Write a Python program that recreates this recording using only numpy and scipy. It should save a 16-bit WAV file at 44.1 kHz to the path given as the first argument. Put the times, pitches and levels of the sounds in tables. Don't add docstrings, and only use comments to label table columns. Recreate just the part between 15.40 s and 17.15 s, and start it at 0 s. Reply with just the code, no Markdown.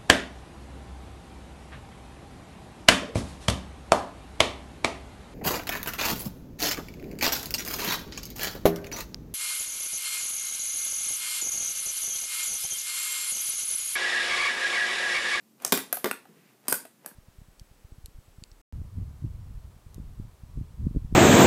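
import sys
import numpy as np
from scipy import signal
from scipy.fft import rfft, irfft
from scipy.io import wavfile

SR = 44100
rng = np.random.default_rng(int(sys.argv[2]) if len(sys.argv) > 2 else 0)


def waveform_to_disk(signal):
    frames = np.transpose(np.atleast_2d(signal))
    scaled = np.clip(frames, -1, 1) * 32767
    samples = np.round(scaled).astype(np.int16)
    wavfile.write(sys.argv[1], SR, samples)


N = 77175
T = np.arange(N) / SR


def amp(db):
    return 10 ** (np.asarray(db) / 20)


def unit(x):
    return x / np.sqrt(np.sum(x ** 2) + 1e-30)


def lookup(hz, points, column=1):
    table = np.array(points, float)
    return np.interp(np.log(np.maximum(hz, 1)), np.log(table[:, 0]), table[:, column])


def colour(x, points, size=4096):
    cepstrum = irfft(np.log(amp(lookup(np.fft.rfftfreq(size, 1 / SR), points))))
    cepstrum[1:size // 2] *= 2
    cepstrum[size // 2 + 1:] = 0
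    return signal.fftconvolve(x, irfft(np.exp(rfft(cepstrum))))[:len(x)]


def shaped(noise, eq):
    return unit(colour(noise, eq)) * np.sqrt(N)


def contour(points):
    return amp(np.interp(T, *np.array(points).T))


def fade(t60_s, size):
    return np.exp(-np.log(1000) * T[:size] / max(t60_s, 1e-3))


def dense_modes(envelope, size):
    edges_hz = np.r_[20, 140, 280, 450, 700, 1000, np.geomspace(1400, 17000, 13)]
    spectrum, hz = rfft(rng.standard_normal(size)), np.fft.rfftfreq(size, 1 / SR)
    out = 0
    for lo, hi in zip(edges_hz[:-1], edges_hz[1:]):
        band = irfft(spectrum * (hz >= lo) * (hz < hi), size)
        out += unit(band * envelope(np.sqrt(lo * hi))) * np.sqrt(2 * (hi - lo) / SR)
    return out


def contact(t60_s, size=8192):
    snap_db, snap_s, bass_exponent = -17, 0.0012, 0.22
    snap = 2 * amp(snap_db) * np.exp(-T[:size] / snap_s)
    return dense_modes(lambda hz: fade(t60_s * (5000 / hz) ** bass_exponent, size) + snap, size)


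def ring(modes, size=8192):
    out = 0
    for k, (hz, db, t60_s) in enumerate(modes):
        decay = fade(t60_s, size)
        out += (-1) ** k * 2 * amp(db) * decay / decay.sum() * np.cos(2 * np.pi * hz * T[:size])
    return out


def add(bus, time_s, x, send_db=0):
    start = int(time_s * SR)
    bus[:, start:start + len(x)] += np.outer([1, amp(send_db)], x[:N - start])


# (frequency [Hz], gain [dB])
HUSH_EQ = [(18, -64), (30, -28), (85, -47), (123, -11), (173, -16.5), (213, -5), (359, -13.5), (591, -25.5),
           (970, -27), (1140, -27.5), (1290, -33), (1440, -33), (15500, -30)]


def hush(rms_db=-63.5):
    return shaped(rng.standard_normal(N), HUSH_EQ) * amp(rms_db)


# (frequency [Hz], gain [dB], t60 [s])
ROOM_TAIL = [(116.3, -7.5, 0.58), (260, -8.5, 0.26), (715, -12.5, 0.34), (1550, -5.5, 0.22),
             (3970, -4.5, 0.29), (9200, -6, 0.3), (13300, -4.5, 0.17)]
# (delay [s], level [dB])
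REFLECTIONS = [(.0157, -8.5), (.0240, -14), (.029, -12)]
# (frequency [Hz], gain [dB])
REFLECTION_EQ = [(300, -7), (2000, -4), (7000, -1.5)]


def room(send, size=24000):
    delay_s, build_s, scatter_t60_s = 0.0038, 0.0074, 0.0062
    build = 1 - np.exp(-np.maximum(T[:size] - delay_s, 0) / build_s)
    tail = dense_modes(lambda hz: build * fade(lookup(hz, ROOM_TAIL, column=2), size), size)
    response = colour(tail, ROOM_TAIL)
    for time_s, db in REFLECTIONS:
        scatter = dense_modes(lambda hz: fade(scatter_t60_s, 2048), 2048)
        start = int(time_s * SR)
        response[start:start + len(scatter)] += amp(db) * colour(scatter, REFLECTION_EQ)
    return signal.fftconvolve(send, response)[:N]


# (time [s], level [dB])
SLIDE_LEVEL = [(.93, -84), (.97, -67.5), (1.1, -67), (1.16, -82)]
# (frequency [Hz], gain [dB])
SLIDE_EQ = [(500, -26), (1400, -6.5), (1900, -2), (2550, -2), (3300, -10), (8000, -18)]


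def rod_slide():
    grain = rng.standard_normal(N) * amp(np.minimum(3 * rng.exponential(size=N), 20))
    return shaped(grain, SLIDE_EQ) * contour(SLIDE_LEVEL)


# (time [s], level [dB])
SCRAPE_LEVEL = [(0, -76), (.17, -74.5), (.205, -58.5), (.243, -45), (.262, -41), (.29, -53), (.85, -65),
                (.98, -67.5), (1.11, -66), (1.21, -69.5), (1.275, -54.5), (1.33, -59), (1.58, -72.5),
                (1.62, -66), (1.75, -66)]
# (frequency [Hz], gain [dB])
SCRAPE_EQ = [(60, -12), (200, 5.5), (550, 3.5), (1200, -1), (2500, -6), (4500, -13), (15000, -18.5)]


def rod_scrape():
    bus = np.zeros((2, N))
    catches = rng.standard_normal(N) * amp(5.4 * rng.exponential(size=N))
    add(bus, 0, shaped(np.clip(catches, -40, 40), SCRAPE_EQ) * contour(SCRAPE_LEVEL))
    return bus


# (time [s], level [dB])
HAND_BUMPS = [(0.887, -11.5), (.905, -20), (0.964, -13.5), (1.028, -27.5), (1.593, -31), (1.61, -24)]
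# (frequency [Hz], gain [dB])
BUMP_EQ = [(50, -28.5), (110, -10.5), (170, 15.5), (260, 1), (450, 2.5), (800, -30), (3000, -35)]


def hand_bumps():
    bus = np.zeros((2, N))
    for time_s, db in HAND_BUMPS:
        add(bus, time_s, amp(db) * colour(contact(t60_s=0.14), BUMP_EQ))
    return bus


# (time [s], level [dB])
LOW_THUMPS = [(0.3236, 9.5), (0.6444, -3), (0.7115, -10)]
# (frequency [Hz], gain [dB])
THUMP_EQ = [(25, -7), (70, -7), (110, -1.5), (180, 0.5), (260, 13.5), (500, -10.5), (1200, -16.5)]


def low_thumps():
    bus = np.zeros((2, N))
    pulse = colour(signal.unit_impulse(4096), THUMP_EQ)
    for time_s, db in LOW_THUMPS:
        add(bus, time_s, amp(db) * pulse)
    return bus[0]


# (time [s], level [dB], treble [dB], hollow-body pitch [Hz])
BALL_BOUNCES = [(.5271, 0.5, 1, 697), (.5703, -9, -5.5, 722), (.8542, -24.5, -25, 774),
                (1.4524, -18, -13, 643)]
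# (frequency [Hz], gain [dB])
SHELL_EQ = [(40, -21), (250, -0.5), (600, 6.5), (1500, -3.5), (3500, -6), (8800, -2.5), (10500, 7),
            (13000, 12), (15000, 0)]
# (frequency [Hz], peak [dB], t60 [s])
SHELL_MODES = [(1243, 11.5, 0.049), (1580, 6.5, 0.013), (2637, 2.5, 0.023), (10250, 16.5, 0.029),
               (13100, -5, 0.023)]


def ball_bounces(hollow_db=18.5, hollow_t60_s=0.039):
    bus = np.zeros((2, N))
    for time_s, db, treble_db, hollow_hz in BALL_BOUNCES:
        shell = colour(contact(t60_s=0.029), SHELL_EQ) + ring(SHELL_MODES)
        tick = colour(shell, [(3000, 0.013), (12000, treble_db)])
        tock = colour(ring([(hollow_hz, 0, hollow_t60_s)]), [(900, 0.5), (4000, -26)])
        add(bus, time_s, amp(db) * tick, send_db=-2.5)
        add(bus, time_s, amp(db + hollow_db) * tock, send_db=-12)
    return bus


CLICK_BANDS_HZ = (250, 600, 1500, 2800, 3800, 7000, 12000)
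# (time [s], t60 [s], 7 gains at CLICK_BANDS_HZ [dB], ping [dB], room send [dB],
# resonance [Hz], resonance peak [dB])
LEVER_CLICKS = [(.2002, 0.018, -18, -29, -19, -22, -37, -43, -37, -40, -7, 2436, -19),
                (0.2208, 0.039, -21.5, -15, -18, -27, -36, -26, -18.5, -19, -4, 1040, -15),
                (0.2487, 0.017, -2, 9, 10, 3, -1.5, 7.5, 1.5, -6.5, -3.5, 5070, 9.5),
                (0.3743, 0.045, -1, 2.5, 11, 5.5, -16, -9, 2, -10, -0.5, 308.5, 12.5),
                (0.7123, 0.012, 6, 6.5, 16, 5.5, -5, -13.5, -1.5, 8, -5.5, 2733, 12),
                (1.2822, 0.046, 13, 9.5, 6, 0, -10, -4, 7, 12, 2.5, 5000, 8),
                (1.3238, 0.023, 16, 8.5, 16, -28, -13, -18, -28, 14, -1.5, 433, 13),
                (1.3256, 0.024, 5, 12.5, 11, 5, 2.5, 1, 12, -4, -1.5, 1529, 16.5),
                (1.6473, 0.0061, -14.5, -6, -25, -25, -36, -43, -49.5, -40, 12, 885, -15),
                (1.661, 0.019, 0.5, -3, -6, -26.5, -18.5, -18.5, -5.5, -2, -3.5, 1630, -3),
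                (1.7128, 0.024, -3.5, -16, -15, -37, -45, -49, -43, -40, -20, 1560, -14)]
# (frequency [Hz], gain [dB])
CLICK_EQ = [(30, -48), (100, -25.5), (200, -2), (320, -2.5), (1600, -5.5), (2500, -5.5), (4000, 0),
            (5200, 2.5), (10500, 2.5), (15000, -3.5)]
# (frequency [Hz], peak [dB], t60 [s])
PING_MODES = [(8230, 1, .028), (8460, 1, .034), (10207, -3, .025), (10505, -3, .025)]


def lever_clicks(body_t60_s=0.0093):
    bus = np.zeros((2, N))
    for time_s, t60_s, *bands_db, ping_db, send_db, body_hz, body_db in LEVER_CLICKS:
        click = colour(contact(t60_s), CLICK_EQ)
        click = colour(click, list(zip(CLICK_BANDS_HZ, bands_db)))
        body = ring([(body_hz, body_db, body_t60_s)])
        body = colour(body, [(body_hz / 2, -12), (body_hz, 0), (2 * body_hz, -12)])
        add(bus, time_s, click + body + amp(ping_db) * ring(PING_MODES), send_db)
    return bus


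# (time [s], level [dB], bass [dB], mids [dB], treble [dB], t60 [s])
STOP_HITS = [(0.3222, 11.5, 2.5, -4, -0.5, 0.037), (0.3276, 9, -5, -9, -4, 0.026),
             (.6437, 13, -6.5, -11.5, -13, 0.031), (0.6574, 11, -8, -12.5, -19.5, 0.047)]
# (frequency [Hz], gain [dB])
STOP_EQ = [(30, -14.5), (100, -12.5), (190, 5), (440, 7.5), (800, 1.5), (1700, 5), (2800, -2), (3800, 0),
           (5500, -2.5), (9000, -3), (14000, -0.5)]
# (frequency [Hz], peak [dB], t60 [s])
FRAME_MODES = [(179, 8.5, 0.064), (252.6, 16.5, 0.089), (283, 9.5, 0.35), (375, 10.5, 0.069),
               (416, 12.5, 0.056), (497, 4.5, 0.065), (667, 2.5, 0.051), (947, 5.5, 0.023),
               (1196, 7.5, 0.034), (1493, 3, 0.017), (2128, 10, 0.033), (3567, 5.5, 0.057),
               (3885, -2, 0.027)]


def rod_slams():
    bus = np.zeros((2, N))
    for time_s, db, bass_db, mids_db, treble_db, t60_s in STOP_HITS:
        blow = colour(contact(t60_s), STOP_EQ) + ring(FRAME_MODES)
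        hit_eq = [(280, bass_db), (520, 0.012), (1700, mids_db), (3600, treble_db)]
        add(bus, time_s, amp(db) * colour(blow, hit_eq), send_db=-0.5)
    return bus


def scene():
    background = hush()
    game = rod_slams() + lever_clicks() + ball_bounces() + rod_scrape() + hand_bumps()
    low_cut = signal.butter(1, 95, "high", fs=SR, output="sos")
    direct, send = signal.sosfilt(low_cut, game)
    return (background + room(send) + rod_slide() + low_thumps() + direct)[None]


def record(dry):
    cutoff_hz = 15250
    return signal.sosfilt(signal.ellip(8, .2, 70, cutoff_hz, fs=SR, output="sos"), dry)


dry = scene()
out = record(dry)
waveform_to_disk(out)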